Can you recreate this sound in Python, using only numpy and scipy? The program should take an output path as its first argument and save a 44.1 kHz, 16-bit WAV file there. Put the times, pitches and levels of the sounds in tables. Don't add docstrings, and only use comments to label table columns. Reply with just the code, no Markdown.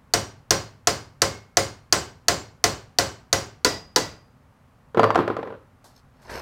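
import sys
import numpy as np
from scipy import signal
from scipy.fft import rfft, irfft
from scipy.io import wavfile
from scipy.ndimage import uniform_filter1d

SR = 44100
rng = np.random.default_rng(int(sys.argv[2]) if len(sys.argv) > 2 else 0)


def master_out(mix):
    frames = np.transpose(np.atleast_2d(mix))
    ceiling = np.clip(frames, -1, 1)
    pcm = np.round(ceiling * 32767).astype(np.int16)
    wavfile.write(sys.argv[1], SR, pcm)


N = 282681
T = np.arange(SR) / SR

# freq_hz, t60_s
ROOM_T60 = [(100, 0.69), (300, 0.35), (1000, 0.4), (3000, 0.36), (6000, 0.32), (10000, 0.27), (16000, 0.31)]


def amp(db):
    return 10 ** (np.asarray(db) / 20)


def unit(x):
    return x / np.sqrt(np.mean(x ** 2) + 1e-20)


def along(points, hz):
    f, v = np.transpose(points)
    return np.interp(np.log(hz + 1), np.log(f), v)


def add(track, s, sound):
    start = round(s * SR)
    track[start:start + len(sound)] += sound[:N - start]


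def noise(spectrum, size):
    white = rfft(rng.standard_normal(size))
    weight = amp(along(spectrum, np.fft.rfftfreq(size, 1 / SR)))
    return unit(irfft(white * weight, size))


def burst(spectrum, t60, rise):
    return noise(spectrum, size=SR) * amp(-60 * T / t60) * (1 - np.exp(-T / rise))


def ring(modes, cycles, vary_db):
    hz, db, t60 = np.transpose(modes)[:, :, None]
    level = amp(db + vary_db * rng.standard_normal(hz.shape) - 60 * T / t60)
    build_up = 1 - np.exp(-T * hz / cycles)
    phase = 2 * np.pi * (hz * T + rng.random(hz.shape))
    return np.sum(level * build_up * np.sin(phase), axis=0)


def room(spectrum, rise):
    hz, t, z = signal.stft(noise(spectrum, size=SR), SR, nperseg=256)
    fade = amp(-60 * t / along(ROOM_T60, hz)[:, None])
    tail = signal.istft(z * fade, SR, nperseg=256)[1][:SR]
    return tail * (1 - np.exp(-T / rise))


def chiselling():
    change_s = 3.5
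    # start_s, level_db
    taps = [(0.137, -2.1), (0.5071, -1.5), (0.872, -2), (1.2187, -2), (1.57, -1.4), (1.9253, -0.7),
            (2.2833, -1.0), (2.6404, -1.17), (2.9862, -1.75), (3.3283, -2), (3.6469, -2.1), (3.9607, -2.5)]
    # freq_hz, level_db, t60_s
    vise = [(104.46, -33, .55), (140.6, -33.5, 0.27), (345, -21.5, 0.15), (410, -26, 0.3), (439, -22, 0.17),
            (544.2, -21, 0.24), (706, -14.5, 0.13), (724, -15.5, 0.06), (1045, -24, 0.17), (1320, -23, .07)]
    # freq_hz, level_db, t60_s
    vise_last_two = [(308, -22, .15), (352, -20, .15), (431, -17, .14), (504, -17, .14), (690, -21, .11),
                     (877, -19, .12), (1003, -18, .12), (1400, -20, .11)]
    # freq_hz, level_db
    part = [(1550, -36), (2150, -39), (2998, -40), (4280, -37), (4930, -35), (5744, -34), (6665, -38),
            (7305, -36), (7990, -39), (8340, -42), (8760, -44), (9680, -43)]
    # freq_hz, level_db
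    part_last_two = [(1962, -32), (3905, -37), (4620, -34), (4974, -31), (5556, -35), (6158, -36),
                     (8021, -40)]
    first_taps = [row for row in taps if row[0] < change_s]
    last_two = [row for row in taps if row[0] > change_s]
    first = tapping(first_taps, vise, part, knock_db=1.0, echo_db=-0.5, fresh=0.19)
    last = tapping(last_two, vise_last_two, part_last_two, knock_db=-1.0, echo_db=0.8, fresh=0.58)
    return first + last + pings()


def tapping(taps, vise, part, knock_db, echo_db, fresh):
    strike_db = 1.35
    knock_fade_db_per_s = 1.0
    # freq_hz, level_db (per Hz)
    crack_spectrum = [(40, -15.5), (300, -12.5), (1500, -0.5), (3300, -4), (5500, 3.5), (7500, -2.5),
                      (9000, -8), (16000, -18)]
    # freq_hz, level_db, t60_s
    chisel = [(1990, -24.5, 0.14), (4476, -5, 0.017), (4880, -18.5, 0.031), (5630, -16, 0.035),
              (6155, -7, 0.013), (6730, -9.5, 0.013), (7450, -20, 0.013)]
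    out = np.zeros(N)
    usual_echoes = tap_echoes()
    usual_knock = ring(vise, cycles=2.2, vary_db=1.0)
    first_s = taps[0][0]
    for s, db in taps:
        crack = amp(-8.5) * burst(crack_spectrum, t60=0.028, rise=0.00024)
        crack += ring(chisel, cycles=1.8, vary_db=1.5)
        knock = amp(knock_db - knock_fade_db_per_s * (s - first_s))
        usual = usual_echoes * amp(echo_db) + knock * usual_knock
        new = tap_echoes() * amp(echo_db) + knock * ring(vise, cycles=2.4, vary_db=1.5)
        answer = np.sqrt(1 - fresh) * usual + np.sqrt(fresh) * new
        metal = sing(part, width_hz=35, vary_db=2)
        add(out, s, amp(db + strike_db) * (crack + answer + metal))
    return out


def tap_echoes():
    # freq_hz, level_db (per Hz)
    scatter = [(40, -6), (250, -5), (700, -5), (1400, 0.5), (2600, -9.5), (5500, -6.5), (7500, -15),
               (10000, -18), (16000, -29.5)]
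    # freq_hz, level_db (per Hz)
    late_room = [(30, -18), (85, 6.5), (180, 2), (420, 8), (1000, 1), (2000, -3.5), (2500, -5), (3700, -6),
                 (4500, -1.5), (7000, -4), (8500, -11), (10500, -18), (16000, -23.5)]
    return amp(-13.5) * burst(scatter, t60=0.094, rise=0.0043) + amp(-19) * room(late_room, rise=0.011)


def sing(partials, width_hz, vary_db):
    hz, db = np.transpose(partials)[:, :, None]
    band = np.exp(-((np.fft.rfftfreq(SR, 1 / SR) - hz) / width_hz) ** 2)
    tones = irfft(band * np.exp(2j * np.pi * rng.random(band.shape)), SR)
    tones = tones / tones.std(axis=1, keepdims=True)
    level = amp(db + vary_db * rng.standard_normal(hz.shape) - 60 * T / along(ROOM_T60, hz))
    return np.sum(level * tones, axis=0) * (1 - np.exp(-T / 0.0077))


def pings():
    build_up_cycles, outlasts = 200, 1.38
    twin_hz, twin_db = 38, -5
    # start_s, pitch_hz, level_db
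    clean_bites = [(1.2188, 2165, -36), (1.5701, 8670, -43.5), (3.6468, 4900, -24), (3.9607, 4860, -32.5)]
    out = np.zeros(N)
    for s, hz, db in clean_bites:
        t60 = along(ROOM_T60, hz)
        pair = [(hz, db, outlasts * t60), (hz + twin_hz, db + twin_db, t60)]
        add(out, s, ring(pair, cycles=build_up_cycles, vary_db=1.5))
    return out


def clatter():
    # freq_hz, level_db (per Hz)
    clack_spectrum = [(100, -17.5), (400, 5), (1400, 6), (2300, -10.5), (3500, -18), (7000, -47),
                      (16000, -54.5)]
    # freq_hz, level_db (per Hz)
    click_spectrum = [(500, 11.5), (2500, 7.5), (5000, 0), (9000, -15.5), (16000, -27)]
    # freq_hz, level_db, t60_s
    bench = [(107, -28.5, 0.59), (242, -24, .1), (324, -22, 0.12), (447, -13, 0.15), (530, -29.5, 0.34),
             (776, -18.5, .07), (1020.4, -18, 0.13), (1450, -22.5, 0.042)]
    # freq_hz, level_db (per Hz)
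    knock_room = [(40, -20), (110, -5), (400, 2.5), (1200, 0), (2200, -15), (4000, -24), (7000, -44),
                  (16000, -46)]
    # freq_hz, level_db, t60_s
    tool = [(550, -24.5, 0.64), (1760, -33, 1), (4660, -42, 0.78), (6620, -66, .5), (9539, -66.5, 0.35)]
    # start_s, stop_s
    ringing = (4.995, 5.156)
    out = np.zeros(N)
    for s, db, hz, click_db in landings() + rocking(count=8, size=3):
        thud = amp(1.5) * np.sin(2 * np.pi * hz * T) * (1 - np.exp(-T * hz / 0.29)) * np.exp(-T / 0.0026)
        clack = amp(-7.5) * min(hz / 750, 1) * burst(clack_spectrum, t60=0.044, rise=0.00021)
        click = burst(click_spectrum, t60=0.022, rise=0.00012)
        click += amp(-22.5) * room(click_spectrum, rise=0.00284)
        wood = ring(bench, cycles=1, vary_db=1.5)
        echo = room(knock_room, rise=0.0013)
        tinted = signal.fftconvolve(echo, thud / np.abs(thud).sum())[:SR]
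        contact = thud + clack + amp(click_db) * click + wood
        add(out, s, amp(db) * (contact + amp(-21.5) * echo + amp(-11) * tinted))
    start, stop = ringing
    damped = np.exp(-np.maximum(T - (stop - start), 0) / 0.029)
    add(out, start, damped * ring(tool, cycles=2, vary_db=2.5))
    return signal.sosfilt(signal.butter(2, 55, "highpass", fs=SR, output="sos"), out)


def landings():
    full_click_db, click_db_per_octave = -15, 12
    hard_hz = 720
    # start_s, level_db, pitch_hz
    knocks = [(4.9464, -17, 480), (4.972, -6, 396), (4.977, -6.5, 350), (4.9945, -3, 693),
              (5.0318, -2.5, 600), (5.0409, -4.5, 1190), (5.1044, -10, 1130), (5.1472, -13, 1120),
              (5.1564, -4.5, 720), (5.177, -7, 400), (5.1889, -4, 358), (5.203, -10, 375)]
    contacts = []
    for s, db, hz in knocks:
        octaves_below = min(np.log2(hz / hard_hz), 0)
        contacts.append((s, db, hz, full_click_db + click_db_per_octave * octaves_below))
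    return contacts


def rocking(count, size):
    start_s, swing_s, shrink = 5.278, 0.089, 0.7
    first_db, loss_db, thud_hz = -12.5, 3.3, 560
    first_click_db, dulls_db = -16, 3.5
    rebound_s, rebound_db, rebound_loss_db = 0.023, -10.5, 8
    rebound_hz, rebound_click_db = 410, -34
    times = start_s + swing_s * (1 - shrink ** np.arange(count)) / (1 - shrink)
    swings = [(s, first_db - loss_db * k, thud_hz, first_click_db - dulls_db * k)
              for k, s in enumerate(times)]
    rebounds = [(s + rebound_s, rebound_db - rebound_loss_db * k, rebound_hz, rebound_click_db)
                for k, s in enumerate(times[:size])]
    return swings + rebounds


def handling():
    # slip_s, length_s, grind_db, hiss_db
    turns = [(5.96, 0.036, -68, -64), (6.298, 0.12, -35, -45.5)]
    # freq_hz, level_db
    squeak = [(4200, -8.5), (5300, -3), (6300, -7.5), (8400, -19), (12150, -13)]
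    # freq_hz, level_db (per Hz)
    grind_spectrum = [(35, -39), (60, 0.5), (270, -9.5), (308, -11), (375, -2.5), (954, -5.5), (1040, -2),
                      (1220, -15), (1480, -7), (3000, -20), (3900, -47), (6600, -120)]
    # freq_hz, level_db (per Hz)
    hiss_spectrum = [(1470, -28), (2500, -12), (3570, -6), (4410, 0), (6110, -7.5), (7080, -20),
                     (7770, -11), (10000, -18.5), (11700, -16), (16000, -36.5)]
    # start_s, level_db
    touches = [(5.8421, -36), (6.2183, -43.5), (6.3011, -31.5), (6.3305, -41)]
    # freq_hz, level_db (per Hz)
    touch_spectrum = [(300, 3.5), (800, 13.5), (2500, -9.5), (4300, 2), (6200, -2), (7200, -2), (12000, -7),
                      (16000, -17)]
    out = np.zeros(N)
    squeak_modes = [(hz, db, 0.02) for hz, db in squeak]
    for s, length_s, grind_db, hiss_db in turns:
        slips = (rng.random(N) < 220 / SR) * rng.standard_normal(N)
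        slip_ring = ring(squeak_modes, cycles=0.98, vary_db=1)
        scrape = unit(signal.fftconvolve(slips, slip_ring)[:N])
        wander = unit(uniform_filter1d(rng.standard_normal(N), size=300))
        uneven = unit(amp(2.5 * wander))
        hiss = 0.7 * noise(hiss_spectrum, size=N) + 0.6 * scrape
        rub = amp(grind_db) * noise(grind_spectrum, size=N) + amp(hiss_db) * hiss
        out += amp(turn_db(s, length_s)) * uneven * rub
    for s, db in touches:
        touch = amp(-11) * burst(touch_spectrum, t60=0.03, rise=0.00059)
        touch += amp(-12) * room(touch_spectrum, rise=0.0044)
        add(out, s, amp(db) * touch)
    return out


def turn_db(slip_s, length_s):
    creep_db, creep_db_per_s = -13, 148
    break_free_s, stop_db_per_s = 0.023, 650
    t = np.arange(N) / SR - slip_s
    creep = creep_db * np.clip(-t / break_free_s, 0, 1) + creep_db_per_s * np.minimum(t, 0)
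    return creep - stop_db_per_s * np.maximum(t - length_s, 0)


def shop_rumble():
    # freq_hz, level_db (per Hz)
    air = [(12, -54.5), (20, -16), (127, -3.5), (182, -14.5), (270, -11), (293, -23), (590, -19.5),
           (660, -21.5), (825, -20), (1000, -23), (1090, -20), (1220, -22.5), (3250, -37.5), (3630, -39.5),
           (16000, -49.5)]
    return amp(-56) * noise(air, size=N)


def scene():
    return (chiselling() + clatter() + handling() + shop_rumble())[None]


def record(dry):
    ceiling, top_hz = 0.83, 16000
    rounded = dry / (1 + np.abs(dry / ceiling) ** 6) ** (1 / 6)
    return signal.sosfiltfilt(signal.butter(12, top_hz, fs=SR, output="sos"), rounded)


dry = scene()
out = record(dry)
master_out(out)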